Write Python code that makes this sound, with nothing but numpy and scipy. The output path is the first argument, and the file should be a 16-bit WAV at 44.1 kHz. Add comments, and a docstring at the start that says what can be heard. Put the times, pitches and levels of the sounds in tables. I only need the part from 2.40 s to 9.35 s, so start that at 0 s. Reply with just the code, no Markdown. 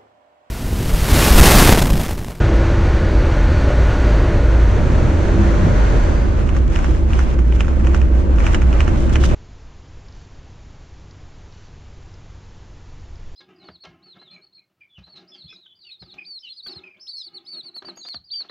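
"""Four-wheel drive from sand to gravel

Heard from the front of the vehicle, first on smooth sand, then on corrugated gravel. The tyres shake
the body into a deep boom and a roar, air rushes past, a bar hums and the drivetrain whines faintly.
On the gravel a loose fitting knocks in bursts and grit ticks against the bodywork."""
import sys
import numpy as np
from scipy import signal
from scipy.fft import rfft, irfft, next_fast_len
from scipy.io import wavfile
from scipy.ndimage import uniform_filter1d, minimum_filter1d, map_coordinates

SR = 44100
rng = np.random.default_rng(int(sys.argv[2]) if len(sys.argv) > 2 else 0)


def master_out(mix):
    """Clip the mix to full scale and print it as 16-bit PCM to the path in sys.argv[1]."""
    frames = np.transpose(np.atleast_2d(mix))
    ceiling = np.clip(frames, -1, 1)
    pcm = np.round(ceiling * 32767).astype(np.int16)
    wavfile.write(sys.argv[1], SR, pcm)


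N = 306495
NOW = np.arange(N) / SR
CENTRE = np.array([[1], [0]])  # sources are (mid, side) pairs

# how hard road and air work on the vehicle: time_s, level_db
RUSH = [(0.0, -28.5), (0.71, -30), (1.66, -28.5), (2.09, -31.5), (2.92, -31.5), (3.52, -30.5), (4.1, -37),
        (5.07, -39), (5.98, -37), (6.21, -37), (6.81, -34.5), (6.95, -33.5)]
# rough patches of road: centre_s, half_length_s, rise_db
ROUGH_PATCHES = [(.03, 0.11, 3.5), (.48, 0.12, 3), (1.95, 0.035, 4.5), (2.53, 0.14, 5), (3.03, 0.1, 4.5),
                 (3.28, 0.061, 5.5), (6.55, 0.041, 4), (6.85, 0.14, 1.5)]
# jolts that knock the loose fitting: time_s, level_db, ring_db
KNOCKS = [(4.0916, -18.5, -1), (4.1668, -16.5, -15), (4.361, -11.5, -2.5), (4.4455, -15.5, -10),
          (4.7339, -16, 2), (4.78, -34, 6), (4.7924, -13, -20), (4.9907, -21, -10), (5.1252, -21, 3),
          (5.2073, -9, 0.5), (5.247, -26, -8), (5.2824, -21, -19), (5.4465, -27.5, 0), (5.4711, -16, -5),
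          (5.5467, -13.5, -14), (5.6169, -18.5, 5), (5.9859, -19.5, -5), (6.0443, -22, 2),
          (6.0673, -9, 2.5), (6.127, -27, 6), (6.1465, -8.5, 1), (6.22, -16.5, -4), (6.3293, -16.5, 0),
          (6.4059, -7, 5), (6.4794, -13.5, -14), (6.7576, -8, 2), (6.8391, -13, -18), (6.9127, -23, 3)]


def amp(db):
    """Decibels to gain."""
    return 10 ** (np.asarray(db) / 20)


def along(points, hz):
    """Read (freq_hz, value) points on a log axis."""
    freqs, values = np.transpose(points)
    return np.interp(np.log(hz + 1), np.log(freqs + 1), values)


def curves(rows):
    """One automation curve for each column after the time."""
    times, *columns = np.transpose(rows)
    return [np.interp(NOW, times, column) for column in columns]


def swells(rows):
    """Bell-shaped swells from (centre_s, half_length_s, height) rows."""
    return sum(height * np.exp(-.5 * ((NOW - s) / length) ** 2) for s, length, height in rows)


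def wobble(rate):
    """A smooth random curve, rate knots a second."""
    return map_coordinates(rng.standard_normal(int(N * rate / SR) + 4), [NOW * rate])


def filtered(x, response):
    """Equalise x by a gain that depends on frequency."""
    size = next_fast_len(N + SR // 2)
    return irfft(rfft(x, size) * response(np.fft.rfftfreq(size, 1 / SR)), size)[..., :N]


def coloured(x, spectrum):
    """Give a pair this spectrum, rolled off beyond its ends; the mid has rms 1."""
    # stereo spread, side relative to mid: freq_hz, side_db
    spread = [(25, -24.5), (50, -19.5), (70, -6), (100, -17), (160, 1), (210, -1.5), (330, -8.5), (550, -4),
              (850, 5.5), (1500, -1.5), (2700, -4), (4200, -3.5), (5200, 1), (9000, 1)]
    lo, hi = spectrum[0][0], spectrum[-1][0]

    def response(hz):
        skirts = np.minimum(hz / lo, 1) ** 2 / np.maximum(hz / hi, 1) ** 4
        return skirts * amp(along(spectrum, hz) + [0 * hz, along(spread, hz)])

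    pair = filtered(x, response)
    return pair / np.std(pair[0])


def noise(spectrum):
    """Mid and side noise with this spectrum."""
    return coloured(rng.standard_normal((2, N)), spectrum)


def grains(rate, spectrum):
    """Tiny impacts of random size, rate a second; each skitters briefly."""
    size_spread_db, skitter_s = 5, 0.0015
    energy = (rng.random(N) < rate / SR) * amp(size_spread_db * rng.standard_normal(N)) ** 2
    skitter = signal.lfilter([1], [1, -np.exp(-2 / (skitter_s * SR))], energy)
    return coloured(np.sqrt(skitter) * rng.standard_normal((2, N)), spectrum)


def tone(hz, db):
    """A centred sine of this pitch and rms level."""
    return np.sqrt(2) * amp(db) * np.sin(2 * np.pi * np.cumsum(hz) / SR) * CENTRE


def evened(vibration, evenness):
    """Even out the swings of a low vibration so its level holds steady; the mid has rms 1."""
    mid, side = vibration / np.std(vibration[0])
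    envelope = np.abs(signal.hilbert(mid, next_fast_len(N)))[:N]
    swing = uniform_filter1d(envelope, size=SR // 30)
    mid = mid / (swing + 0.39) ** evenness
    return np.array([mid / np.sqrt(np.mean(mid ** 2)), side])


def on_road(sand, gravel):
    """Equal-power crossfade between the two surfaces."""
    # ground under the tyres: time_s, gravel_share
    surface = [(0, 0.05), (3.5, 0.1), (4.15, 0.88), (6.95, 0.89)]
    share, = curves(surface)
    return np.sqrt(1 - share) * sand + np.sqrt(share) * gravel


def effort():
    """The rush in dB above its average."""
    rush_db, = curves(RUSH)
    return rush_db - rush_db.mean()


def lurching():
    """Tyre load in dB: lurches press the tread into the gravel, rebounds lift it."""
    # lurches and rebounds: centre_s, rise_db
    lurches = [(4.25, -3.5), (4.42, 4), (4.65, -2.5), (4.77, 6.5), (4.92, 1.5), (5.05, -4.5), (5.2, -1),
               (5.52, 2.5), (5.7, -3.5), (5.88, -3.5), (6.089, 7.5), (6.41, 2), (6.8, -1.5)]
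    half_length_s = 0.051
    return swells([(s, half_length_s, db) for s, db in lurches])


def chassis():
    """The road shakes the suspension and keeps the body rumbling under the booms."""
    # suspension shudder and body rumble on each surface: freq_hz, level_db
    shudder_eq = [(4, -18), (12, -10.5), (24, 1.5), (36, 1), (44, -20.5), (60, -32.5)]
    sand_eq = [(28, -21.5), (40, -1), (54, 2), (66, 0.5), (82, 1), (100, -13), (150, -41)]
    gravel_eq = [(28, -24), (42, -1.5), (56, -1), (72, -2.5), (82, -8.5), (100, -34), (150, -55)]
    shudder_db = -22.5 + 0.58 * (swells(ROUGH_PATCHES) + lurching()) + 2 * wobble(3)
    sand = amp(-17.5) * evened(noise(sand_eq), evenness=1)
    gravel = amp(-18) * evened(noise(gravel_eq), evenness=0.57)
    shudder = amp(shudder_db) * evened(noise(shudder_eq), evenness=0.93)
    body = shudder + on_road(sand, gravel) + booms()
    return np.std(body[0]) * evened(body, evenness=0.54)


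def booms():
    """Each bump swells into a few cycles of deep body boom that sink in pitch."""
    # bumps and runs of corrugations: centre_s, half_length_s, pitch_hz, level_db
    bumps = [(0.182, .045, 55.7, -9.5), (0.552, .06, 60.4, -14.5), (0.767, 0.025, 52, -8.5),
             (1.005, .055, 47, -12), (1.144, 0.078, 73, -16.5), (1.409, 0.075, 57.6, -12),
             (1.736, 0.11, 50.1, -11), (2.049, 0.069, 57.8, -11), (2.228, 0.07, 54.3, -8),
             (2.552, 0.034, 61.5, -15.5), (2.92, 0.05, 40.3, -17), (3.082, 0.064, 56.2, -15.5),
             (3.409, 0.05, 52, -11.5), (3.581, 0.038, 44.3, -14.5), (3.84, 0.046, 62.4, -14.5),
             (4.177, 0.14, 62.4, -16), (4.506, 0.026, 59.1, -14), (4.652, 0.039, 65, -14.5),
             (4.791, 0.055, 62.7, -11), (5.022, .04, 59.4, -9.5), (5.158, 0.068, 57.5, -11.5),
             (5.468, .055, 62.6, -11), (5.619, .05, 63, -9), (5.76, .05, 60.3, -9.5),
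             (5.921, .05, 61, -14.5), (6.056, 0.075, 47.4, -14), (6.295, 0.071, 58.7, -9.5),
             (6.419, 0.018, 64.5, -7.5), (6.7, .05, 58, -20.5), (6.851, 0.063, 64.3, -13)]
    sag_hz_per_s = 58
    total = np.zeros(N)
    for (s, length, hz, db), phase in zip(bumps, rng.random(len(bumps))):
        near = np.abs(NOW - s) < 5 * length
        t = NOW[near] - s
        cycles = phase + hz * t - .5 * sag_hz_per_s * t ** 2
        envelope = np.sqrt(2) * amp(db) * np.exp(-.5 * (t / length) ** 2)
        total[near] += envelope * np.sin(2 * np.pi * cycles)
    return total * CENTRE


def tyres():
    """Tread on dirt roars and drones through the panels; rough patches lift the drone."""
    # low drone and midrange roar on each surface: freq_hz, level_db
    sand_drone = [(60, -26), (88, 4), (130, 1), (165, -7.5), (200, -5.5), (250, -11.5), (380, -45.5)]
    gravel_drone = [(60, -37.5), (92, -1), (130, -2), (165, -6.5), (205, -3.5), (255, -9), (380, -43)]
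    sand_roar = [(160, -36), (260, 3), (370, 1.5), (450, -1.5), (520, -1), (570, 1), (606, -3), (650, -6),
                 (900, -33)]
    gravel_roar = [(160, -27.5), (260, -1.5), (330, 6.5), (420, -6), (520, -5), (610, -8.5), (700, -22.5),
                   (900, -19)]
    rough_db = swells(ROUGH_PATCHES)
    drone_db = -23.5 + 0.37 * effort() + rough_db + 0.34 * wobble(13)
    roar_db = -27 + 0.56 * effort() + 0.062 * rough_db + 1.4 * wobble(18)
    drone = amp(drone_db) * on_road(noise(sand_drone), noise(gravel_drone))
    roar = amp(roar_db) * on_road(noise(sand_roar), noise(gravel_roar))
    return drone + roar


def air_rush():
    """Air and dust stream past and loose sand hisses, with a narrow dip in the treble."""
    # rush on each surface, and fine sand hiss: freq_hz, level_db
    sand_eq = [(500, -13.5), (700, -3.5), (900, -2), (1150, -5.5), (1500, -4), (2000, -8.5), (2700, -14.5),
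               (3400, -18.5), (4400, -20.5), (5100, -25.5), (6000, -23), (7000, -29), (8500, -36.5),
               (14000, -54.5)]
    gravel_eq = [(500, 2), (700, 3.5), (900, -1), (1150, 0), (1550, -6), (2000, -7), (2700, -10),
                 (3400, -16.5), (4600, -20.5), (6000, -23.5), (7000, -24), (8500, -32.5), (11000, -42),
                 (14000, -53)]
    hiss_eq = [(4800, -14), (6000, 6), (7500, 0), (9000, -14.5), (11000, -44.5)]
    # hiss over a stretch of looser sand: time_s, level_db
    loose_sand = [(0, -80), (2, -60.5), (2.5, -54), (3.7, -53.5), (4.2, -73), (6.95, -78.5)]
    # the treble dip easing in: time_s, depth_share
    dip_depth = [(0, 0), (1.9, 0.2), (2.2, 0.16), (3.6, 0.2), (4.1, 0.2)]
    dip_hz, dip_width_hz = 5000, 370
    sand = amp(0.39 + 0.43 * wobble(25.28)) * noise(sand_eq)
    gravel = amp(-1 + lurching() + 1.7 * wobble(30)) * noise(gravel_eq)
    hiss = amp(curves(loose_sand)[0]) * noise(hiss_eq)
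    air = amp(curves(RUSH)[0]) * on_road(sand, gravel) + hiss
    dip_band = filtered(air, lambda hz: np.exp(-.5 * ((hz - dip_hz) / dip_width_hz) ** 2))
    return air - curves(dip_depth)[0] * dip_band


def fitting_knocks():
    """The loose fitting strikes with a dry snap, and the road below returns an echo."""
    # modes of the fitting: pitch_hz, level_db, t60_s
    modes = [(870, -10, 0.013), (1150, -16.5, 0.034), (1390, -6.5, 0.015), (1780, -9, 0.012),
             (2490, -4.5, 0.0086), (2890, -5.5, 0.0073), (5550, -20, 0.0073), (6600, -20.5, 0.0031)]
    rise_s, echo_s, echo_db = 0.00066, 0.0096, -16.5
    hz, mode_db, t60 = np.transpose(modes)[:, :, None]
    ring_band = (hz > 2200) & (hz < 4000)
    t = np.arange(-SR // 200, SR // 20) / SR
    envelope = np.exp(np.minimum(t, 0) / rise_s) * amp(-60 * np.maximum(t, 0) / t60)
    clicks = np.zeros(N + SR)
    for s, db, ring_db in KNOCKS:
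        # each contact has its own balance and tuning of the modes
        vary_db, detune = rng.standard_normal((2, len(hz), 1))
        partials = np.sin(2 * np.pi * hz * (1 + 0.017 * detune) * t)
        click = (amp(mode_db + ring_db * ring_band + vary_db) * envelope * partials).sum(0)
        click *= amp(db) / np.abs(click).max()
        clicks[round((s + t[0]) * SR):][:len(t)] += click
        clicks[round((s + t[0] + echo_s) * SR):][:len(t)] += amp(echo_db) * click
    mid = clicks[:N]
    side = .5 * np.gradient(mid) - .12 * mid  # a touch earlier on the left, louder on the right
    return np.array([mid, side])


def fitting_chatter():
    """The fitting chatters as it closes in on each knock and as it settles."""
    # colour of the chatter: freq_hz, level_db
    rattle_eq = [(400, -12), (800, -8.5), (1400, 0.5), (2100, -2.5), (2900, -3), (3800, -15), (4900, -18.5),
                 (6300, -13), (8000, -21.5), (11000, -44), (15000, -49)]
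    closing_s, touch_s, settle_s, jiggle_s = 0.0021, 0.0038, 0.0069, 0.023
    envelope = np.zeros(N)
    for s, db, _ in KNOCKS:
        before, after = np.maximum(s - NOW, 0), np.maximum(NOW - s, 0)
        contact = amp(-28) * np.exp(-after / touch_s) + amp(-24) * np.exp(-after / settle_s)
        jiggle = amp(-30) * np.exp(-(before + after) / jiggle_s)
        envelope += amp(db) * (contact * np.exp(-before / closing_s) + jiggle)
    return envelope * amp(2.7 * wobble(300)) * noise(rattle_eq)


def grit():
    """Grit ticks on the bodywork and pebbles crackle underneath, louder in a lurch, spray or jolt."""
    # sprays of grit: centre_s, half_length_s, level_db
    sprays = [(4.342, 0.026, -48), (4.502, 0.086, -48), (4.806, 0.069, -48.5), (4.904, 0.0082, -51.5),
              (5.154, 0.011, -47), (5.797, 0.043, -52.5), (6.063, 0.027, -46.5), (6.13, 0.006, -40),
              (6.617, 0.07, -46), (6.736, 0.0064, -37), (6.812, 0.01, -40.5), (6.849, 0.012, -32),
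              (6.89, 0.01, -41)]
    # colour of grit and of pebbles: freq_hz, level_db
    grit_eq = [(1500, -11), (3200, 3), (4300, -6.5), (6000, -4.5), (8000, -12), (11000, -25),
               (15000, -37.5)]
    pebble_eq = [(800, -2), (1500, 9.5), (2800, -1.5), (3800, -18), (6500, -10), (10000, -29)]
    crunch_s, crunch_db = 0.023, -30.5  # half length; level relative to the knock
    load_db = 0.45 * lurching() + 3 * wobble(25)
    scatter = amp(-59 + load_db) * grains(200, grit_eq)
    pebbles = amp(-48 + load_db) * grains(320, pebble_eq)
    crunch = swells([(s, crunch_s, amp(db + crunch_db)) for s, db, _ in KNOCKS]) * grains(320, pebble_eq)
    spray = swells([(s, length, amp(db)) for s, length, db in sprays]) * grains(3500, grit_eq)
    return spray + crunch + on_road(0, scatter + pebbles)


def bar_hum():
    """A bar hums in the turbulence, louder whenever it locks on to the airstream."""
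    # spells of lock-on: start_s, end_s, rise_db
    holds = [(0, .52, 9.5), (.52, 1.05, 4.5), (1.85, 2.3, 7), (2.83, 3.24, 12)]
    pitch_hz, ramp_s = 334, .04
    lock_db = sum(db * (np.tanh((NOW - start) / ramp_s) - np.tanh((NOW - end) / ramp_s)) / 2
                  for start, end, db in holds)
    level_db = -40.5 + 0.91 * effort() + lock_db + 1.1 * wobble(12)
    return tone(pitch_hz + 0.61 * wobble(13), level_db)


def rut_growl():
    """The tread growls across a rut, falling in pitch."""
    # path of the growl: time_s, pitch_hz, level_db
    growl = [(2.9, 218, -68), (3.0, 207, -19.5), (3.12, 183.6, -33), (3.3, 176, -22), (3.42, 170.3, -70)]
    hz, db = curves(growl)
    return tone(hz + 3 * wobble(40), db + 2 * wobble(30))


def clod_thud():
    """A clod lands one soft blow on the damped underbody."""
    start_s, level_db, pitch_hz, t60_s = 1.3045, -9.5, 540, 0.03
    t = np.maximum(NOW - start_s, 0)
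    return amp(level_db - 60 * t / t60_s) * np.sin(2 * np.pi * pitch_hz * t) * CENTRE


def panel_ring():
    """A panel rings unsteadily, mostly on the sand."""
    # strength of the ring: time_s, level_db
    levels = [(0, -52), (.8, -44.5), (1.25, -29.5), (1.45, -39), (1.82, -34), (2.2, -41), (3.5, -38.5),
              (4.1, -44)]
    ring = tone(hz=601 + 10.94 * wobble(50), db=curves(levels)[0] + 3 * wobble(22))
    return on_road(ring, 0)


def drivetrain_whine():
    """The drivetrain whines faintly, a little higher on the gravel."""
    # note of the whine: time_s, pitch_hz
    pitches = [(0, 1450), (1.2, 1455), (3.7, 1455), (4.2, 1545), (6.95, 1548)]
    # strength of the whine: time_s, level_db
    levels = [(0, -37.5), (.65, -44.5), (1.3, -40.5), (2.1, -43), (2.5, -62), (3.6, -43.5), (4.2, -59),
              (5, -55.5), (6.95, -52)]
    return tone(curves(pitches)[0] + 2.2 * wobble(30), curves(levels)[0] + 2 * wobble(40))


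def edge_whistle():
    """Air whistles faintly round an edge; fast pitch jitter makes it breathy."""
    # path of the whistle: time_s, pitch_hz, level_db
    whistle = [(0, 4340, -71), (.7, 4640, -52), (1, 4020, -55), (1.2, 4580, -47), (1.4, 4010, -62),
               (1.7, 4720, -51), (2.2, 4297, -67), (2.8, 4450, -64), (3.4, 4470, -54.5), (3.8, 4730, -52.5),
               (4.2, 4620, -83)]
    hz, db = curves(whistle)
    return tone(hz + 190 * wobble(600), db)


def scene():
    """The whole vehicle: mono at first, then wide and leaning right."""
    # stereo width: time_s, side_share
    width = [(0, 0), (1.85, 0), (2.1, .3), (2.5, .53), (3, .7), (4.1, 1), (6.95, 1)]
    mix = chassis() + tyres() + air_rush()
    mix += bar_hum() + panel_ring() + drivetrain_whine() + edge_whistle() + rut_growl()
    mix += clod_thud() + fitting_knocks() + fitting_chatter() + grit()
    mid, side = mix
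    lean_right = on_road(sand=.02, gravel=.075)
    side = (side - lean_right * mid) * curves(width)[0]
    return np.array([mid + side, mid - side])


def record(dry):
    """A limiter holds the highest peaks, then a steep low-pass cuts the extreme treble."""
    ceiling, top_hz, window = .86, 15400, SR // 100
    needed = np.minimum(1, ceiling / (np.abs(dry).max(0) + 1e-9))
    gain = uniform_filter1d(minimum_filter1d(needed, size=window), size=window)
    fade = signal.windows.tukey(N, .001)
    return filtered(dry * gain * fade, lambda hz: hz < top_hz)


dry = scene()
out = record(dry)
master_out(out)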